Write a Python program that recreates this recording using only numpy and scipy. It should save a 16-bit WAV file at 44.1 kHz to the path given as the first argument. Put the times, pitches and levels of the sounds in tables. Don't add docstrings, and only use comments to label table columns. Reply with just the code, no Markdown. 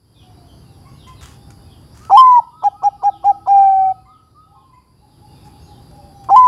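import sys
import numpy as np
from scipy import signal
from scipy.fft import rfft, irfft
from scipy.io import wavfile
from scipy.ndimage import uniform_filter1d

SR = 44100
rng = np.random.default_rng(int(sys.argv[2]) if len(sys.argv) > 2 else 0)


def put_to_file(sound):
    columns = np.atleast_2d(sound).T
    safe = np.clip(columns, -1, 1)
    whole_steps = np.round(safe * 32767)
    wavfile.write(sys.argv[1], SR, whole_steps.astype(np.int16))


N = 285327
TIME_S = np.arange(N) / SR

# frequency in Hz, relative density in dB.
RUMBLE_SPECTRUM = [(25, -17.5), (45, -5), (62, 3.5), (100, 3), (145, 2.5), (185, -6.5), (320, -8.5),
                   (480, -17), (620, -20), (820, -18), (1000, -21.5), (1400, -26.5), (2200, -36.5),
                   (3000, -39.5)]
# frequency in Hz, relative density in dB.
HISS_SPECTRUM = [(2500, -12.5), (4750, -7.5), (6500, -16), (7500, -9), (8800, -15), (10300, 0.5),
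                 (11200, -3.5), (12500, -11.5), (15500, -21.5)]
# time in seconds, relative rumble level in dB, relative hiss level in dB.
RECORDER_DUCKING = [(0.0, -60.5, -75.5), (0.23, -48.5, -68.5), (0.41, -46, -67.5), (1.27, -44.5, -64.5),
                    (2.15, -45.5, -66), (2.46, -55.5, -72), (3.83, -49.5, -70.5), (4.13, -56, -75.5),
                    (4.96, -55.5, -74.5), (5.34, -46.5, -65), (5.64, -44.5, -65.5), (6.45, -45.5, -65)]
# start in seconds, starting pitch in Hz, relative level in dB.
BIRD_CHIRPS = [(0.138, 3950, -47), (0.467, 3540, -49), (.64, 4610, -57), (0.95, 4270, -45.5),
               (1.143, 4320, -46), (1.666, 3900, -49), (2.571, 4010, -49.5), (2.852, 3590, -53.5),
               (3.066, 4320, -50.5), (3.552, 4410, -54.5), (4.05, 4330, -60.5), (4.549, 4090, -63),
               (5.03, 4600, -63), (5.622, 4670, -54.5)]
# start in seconds, length in seconds, pitch in Hz,
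# fall as a share of pitch, relative level in dB.
LONE_COOS = [(0.226, 0.37, 699.6, 0.14, -52), (.68, 0.18, 789, 0.0059, -53), (1.27, 0.5, 799, 0.046, -53.5),
             (3.102, 0.44, 333.6, 0, -50.5), (5.904, 0.19, 573, 0, -48)]
# start in seconds, length in seconds, pitch in Hz, relative level in dB.
FAR_SQUAWKS = [(.85, 0.047, 1084, -51), (1.067, 0.037, 1020, -45), (4.053, 0.021, 1040, -54),
               (4.731, 0.032, 1016, -53.5)]
# gain of one harmonic in dB, fundamental first.
SQUAWK_HARMONICS_DB = [8, -3, -17, -37, -48, -38, -18]
# start in seconds, length in seconds, level in dB.
PERCH_MOVES = [(1.066, 0.078, -55), (1.208, 0.17, -46.5), (1.504, 0.024, -51.5), (1.943, 0.046, -53),
               (1.97, 0.23, -54.5), (2.05, 0.0073, -44), (5.442, 0.086, -59), (6.24, 0.016, -47.5)]
# frequency in Hz, relative density in dB.
FEATHER_SPECTRUM = [(500, -16.5), (1100, -1), (1800, -5.5), (2600, -10.5), (4000, -14), (7000, -8.5),
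                    (10000, -18), (15500, -27.5)]
HOOT_STARTS_S = [1.999, 2.269, 2.511, 2.732, 2.979, 3.25, 3.52, 3.79, 4.059, 4.341]
# start in seconds, climb in seconds, top pitch in Hz,
# sag as a share of pitch, tone gain in dB, rasp peak in dB.
LEAP_NOTES = [(2.108, .0645, 1046, .1, 2.3, -9), (6.299, .062, 1018, .06, .8, -8.5)]
# frequency in Hz, gain in dB re the fundamental.
THROAT_LEAK = [(1600, -42.5), (2000, -43), (2400, -46.5), (3200, -64.5), (4100, -66.5), (4900, -69.5),
               (5600, -53.5), (6400, -66), (7300, -68.5), (8200, -77.5), (10000, -83), (14000, -91)]
# delay in seconds, gain in dB.
PORCH_ECHOES = [(.009, -37), (.021, -32), (.043, -26.5), (.078, -35)]
# start in seconds, length in seconds, pitch in Hz,
# tone gain in dB, rasp peak in dB.
SHORT_COOS = [(2.635, 0.054, 849.6, -4, -17.5), (2.832, 0.06, 843.3, -4.5, -21),
              (3.032, .07, 833, -5.5, -21), (3.241, 0.081, 823.3, -4, -26)]


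def undb(db):
    return 10 ** (np.asarray(db) / 20)


def unit_rms(x):
    return x / np.sqrt(np.mean(x ** 2) + 1e-18)


def add(out, start_s, x):
    i = max(int(start_s * SR), 0)
    out[i:i + len(x)] += x[:max(N - i, 0)]


def gain_at(hz, spectrum):
    knots_hz, db = np.transpose(spectrum)
    return undb(np.interp(np.log(np.maximum(hz, 1)), np.log(knots_hz), db))


def noise(spectrum):
    hz = np.arange(N // 2 + 1) * SR / N
    rolloff = np.minimum(hz / spectrum[0][0], 1) ** 2 / np.maximum(hz / spectrum[-1][0], 1) ** 2
    return unit_rms(irfft(rfft(rng.standard_normal(N)) * gain_at(hz, spectrum) * rolloff, N))


def walk(n, rate_hz):
    hold = max(int(SR / rate_hz), 1)
    return uniform_filter1d(np.repeat(rng.standard_normal(n // hold + 1), hold), hold)[:n]


def resonate(x, hz, width_hz):
    return signal.lfilter(*signal.iirpeak(hz, hz / width_hz, fs=SR), x)


def progress(length_s):
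    return np.linspace(0, 1, max(int(length_s * SR), 8))


def seconds(length_s):
    return progress(length_s) * length_s


def arch(u):
    return np.abs(np.sin(np.pi * u))


def smooth_step(t, at_s, width_s):
    return .5 + .5 * np.tanh((t - at_s) / width_s)


def phase_of(hz):
    return 2 * np.pi * np.cumsum(hz) / SR


def yard(x, t60_s):
    t = TIME_S[:SR]
    build_up = np.minimum(t / .02, 1)
    tail = rng.standard_normal(SR) * np.exp(-np.log(1000) * t / t60_s) * build_up
    return signal.fftconvolve(x, tail / np.sqrt(np.sum(tail ** 2)))[:N]


def in_yard(x, direct_db, reverb_db, t60_s):
    return undb(direct_db) * x + undb(reverb_db) * yard(x, t60_s)


def town_rumble():
    times_s, rumble_db, _ = np.transpose(RECORDER_DUCKING)
    ducked_db = np.interp(TIME_S, times_s, rumble_db) + 2.5
    return noise(RUMBLE_SPECTRUM) * undb(ducked_db + walk(N, 28))


def insects_and_chatter(shrill_hz=4750, width_hz=490):
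    times_s, _, hiss_db = np.transpose(RECORDER_DUCKING)
    band = resonate(resonate(rng.standard_normal(N), shrill_hz, width_hz), shrill_hz, width_hz)
    shrill = unit_rms(band) * undb(-5 + 1.6 * walk(N, 21))
    treble = shrill + undb(-4.5) * noise(HISS_SPECTRUM) + undb(-6.5) * chatter()
    return treble * undb(np.interp(TIME_S, times_s, hiss_db) + 8)


def chatter(count=220):
    calls = np.zeros(N)
    u = progress(length_s=.11)
    for when, height, slope, faintness in rng.random((count, 4)):
        hz = 2300 * 2.6 ** height * (1 + .35 * (slope - .5) * u + .03 * walk(len(u), 500))
        add(calls, when * N / SR, undb(-6 * faintness) * arch(u) * np.sin(phase_of(hz)))
    return unit_rms(yard(calls, t60_s=.5))


def chirps(fall_hz_per_s=11000, end_hz=2810):
    calls = np.zeros(N)
    for start_s, start_hz, db in BIRD_CHIRPS:
        u = progress((start_hz - end_hz) / fall_hz_per_s)
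        buzz = .045 * walk(len(u), 700) + .02 * walk(len(u), 60)
        hz = (start_hz + (end_hz - start_hz) * u ** .99) * (1 + buzz)
        envelope = undb(db + 2.5 * walk(len(u), 43)) * arch(u ** 1.5) ** .46
        add(calls, start_s, envelope * np.sin(phase_of(hz)))
    return in_yard(calls, direct_db=-7, reverb_db=-6, t60_s=.39)


def lone_coos():
    calls = np.zeros(N)
    for start_s, length_s, centre_hz, fall, db in LONE_COOS:
        u = progress(length_s)
        hz = centre_hz * (1 + fall * (.5 - u) + .02 * walk(len(u), 160))
        add(calls, start_s, undb(db) * arch(u ** .5) ** .5 * np.sin(phase_of(hz)))
    return calls


def squawks():
    calls = np.zeros(N)
    for start_s, length_s, hz, db in FAR_SQUAWKS:
        u = progress(length_s)
        phase = phase_of(hz * (1 + .025 * walk(len(u), 300)))
        tone = sum(gain * np.sin(k * phase) for k, gain in enumerate(undb(SQUAWK_HARMONICS_DB), 1))
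        add(calls, start_s, undb(db) * arch(u) ** .5 * tone)
    return calls


def feathers(tick_count=14, tick_s=.008):
    envelope = np.zeros(N)
    for start_s, length_s, db in PERCH_MOVES:
        add(envelope, start_s, undb(db) * arch(progress(length_s) ** .37))
    times_s, rumble_db, _ = np.transpose(RECORDER_DUCKING)
    for when, size in rng.random((tick_count, 2)):
        start_s = when * N / SR
        tick_db = np.interp(start_s, times_s, rumble_db) - 20 + 4.5 * size
        add(envelope, start_s, undb(tick_db) * arch(progress(tick_s) ** .48))
    brush = envelope * noise(FEATHER_SPECTRUM) * undb(4.8 * walk(N, 420))
    return in_yard(brush, direct_db=0, reverb_db=-8.5, t60_s=.25)


def hoots(first_hz=1312, sink_hz=3.5, scoop_share=.11):
    calls = np.zeros(N)
    u = progress(length_s=.15)
    for k, start_s in enumerate(HOOT_STARTS_S):
        bend = 1 - scoop_share * (1 - u) ** 3 + .012 * walk(len(u), 200)
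        hz = (first_hz - k * sink_hz) * bend
        add(calls, start_s, arch(u ** .95) * np.sin(phase_of(hz)))
    return in_yard(calls, direct_db=-42.5, reverb_db=-45.5, t60_s=.45)


def caged_dove(rasp_lead_s=.012):
    notes = [(start_s, leap(climb_s, top_hz, sag), db, rasp_db)
             for start_s, climb_s, top_hz, sag, db, rasp_db in LEAP_NOTES]
    notes += [(start_s, short_coo(length_s, hz), db, rasp_db)
              for start_s, length_s, hz, db, rasp_db in SHORT_COOS]
    notes += [(3.472, long_coo(), -3, -19)]
    song = np.zeros(N)
    for start_s, contour, db, rasp_db in notes:
        add(song, start_s, undb(db) * dove_voice(*contour))
        add(song, start_s - rasp_lead_s, undb(rasp_db) * rasp())
    out = song + undb(-24.5) * yard(song, t60_s=.5) + undb(-43.5) * yard(song, t60_s=.84)
    for delay_s, db in PORCH_ECHOES:
        add(out, delay_s, undb(db) * song)
    return out


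def rasp(length_s=.02, flap_hz=349):
    u = progress(length_s)
    cycles = np.floor(np.cumsum(flap_hz * (1 + .21 * walk(len(u), 330))) / SR)
    flaps = np.diff(cycles, prepend=-1) * (.75 + arch(u ** 1.7))
    flaps = np.pad(flaps, (0, SR // 100))
    upper_ring = resonate(resonate(flaps, 1030, 170), 810, 290)
    lower_ring = resonate(resonate(flaps, 500, 230), 800, 360)
    lowpass = signal.butter(6, 1200, fs=SR, output="sos")
    ring = signal.sosfilt(lowpass, upper_ring + undb(-15) * lower_ring)
    return ring / np.max(np.abs(ring))


def dove_voice(t, contour_hz, contour_db, flash_s=.028, strain_db_per_octave=26):
    hz = contour_hz * (1 + .003 * walk(len(t), 400))
    db = contour_db + .3 * walk(len(t), 120)
    phase = phase_of(hz)
    flash_db = 25 * np.exp(-t / flash_s)
    bright_db = flash_db + strain_db_per_octave * np.log2(contour_hz / 800)
    tone = np.sin(phase)
    for k in range(2, 14):
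        lift_db = (k > 3) * bright_db + 4.2 * walk(len(t), 90)
        tone += gain_at(k * hz, THROAT_LEAK) * undb(lift_db) * np.sin(k * phase)
    low_hiss = unit_rms(resonate(rng.standard_normal(len(t)), 1800, 1100))
    high_hiss = unit_rms(resonate(rng.standard_normal(len(t)), 4700, 3000))
    burst = np.clip(np.gradient(contour_hz) * SR / 20000, 0, 1) ** 2
    hiss = (undb(flash_db - 63) + undb(-38) * burst) * (low_hiss + undb(-3) * high_hiss)
    edges = np.clip(np.minimum(t, t[-1] - t) / .0022, 0, 1)
    return (tone + hiss) * edges * undb(db)


def open_close(t, hz, db, droop_share, droop_s, scoop_share=.14, open_s=.014, close_s=.0042):
    left_s = t[-1] - t
    opening = np.exp(-t / open_s)
    closing = np.exp(-left_s / close_s)
    bend = 1 - scoop_share * opening - droop_share * np.exp(-left_s / droop_s)
    return t, hz * bend, db - 16 * opening - 22.5 * closing


def leap(climb_s, top_hz, sag, base_hz=810, step_hz=68, hold_s=.231):
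    t = seconds(climb_s + hold_s)
    held = np.maximum(t - climb_s, 0) / hold_s
    low_hz = base_hz + step_hz * smooth_step(t, .76 * climb_s, width_s=.004)
    high_hz = top_hz * (1 - sag * held ** 1.5)
    falter_db = -7 * np.exp(-np.abs(t - climb_s) / .003)
    ease_db = -2.1 * smooth_step(t, climb_s + .039, width_s=.008)
    flutter_db = 1.2 * held * walk(len(t), 70)
    high = smooth_step(t, climb_s, width_s=.0015)
    hz = (1 - high) * low_hz + high * high_hz
    db = (1 - high) * (falter_db - 1.5) + high * (ease_db + flutter_db - 4.3 * held)
    return open_close(t, hz, db, droop_share=.26, droop_s=.005)


def short_coo(length_s, hz):
    return open_close(seconds(length_s), hz, db=0, droop_share=.13, droop_s=.01)


def long_coo(start_hz=814.4, sag_hz=70.7, sag_s=.29, peak_s=.11, swell_db_per_s=18.5, fade_db_per_s=27):
    t = seconds(length_s=.4563)
    hz = start_hz - sag_hz * (1 - np.exp(-t / sag_s))
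    db = np.minimum(swell_db_per_s * (t - peak_s), fade_db_per_s * (peak_s - t))
    return open_close(t, hz, db, droop_share=.015, droop_s=.0039)


def answering_dove(leap_at_s=4.46, run_at_s=5.005, long_at_s=6.09):
    song = np.zeros(N)
    add(song, leap_at_s, undb(-45.5) * dove_voice(*leap(climb_s=.092, top_hz=1064, sag=.069)))
    for k in range(5):
        start_s = run_at_s + k * (.19 + .0093 * k)
        recovery_db = -7 * np.exp(-k)
        contour = short_coo(length_s=.0568 + .014 * k, hz=863 - 8 * k)
        add(song, start_s, undb(recovery_db - 39) * dove_voice(*contour))
    add(song, long_at_s, undb(-37) * dove_voice(*long_coo()))
    return in_yard(song, direct_db=-5.5, reverb_db=-1, t60_s=.6)


def scene():
    doves = caged_dove() + answering_dove()
    neighbours = in_yard(lone_coos() + squawks(), direct_db=-3, reverb_db=-3, t60_s=.55)
    mix = doves + neighbours + hoots() + chirps() + feathers() + town_rumble() + insects_and_chatter()
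    return mix[None]


def record(dry, cutoff_hz=15600):
    clipped = dry / (1 + np.abs(dry) ** 36) ** (1 / 36)
    return signal.sosfilt(signal.ellip(8, .1, 80, cutoff_hz, fs=SR, output="sos"), clipped)


dry = scene()
out = record(dry)
put_to_file(out)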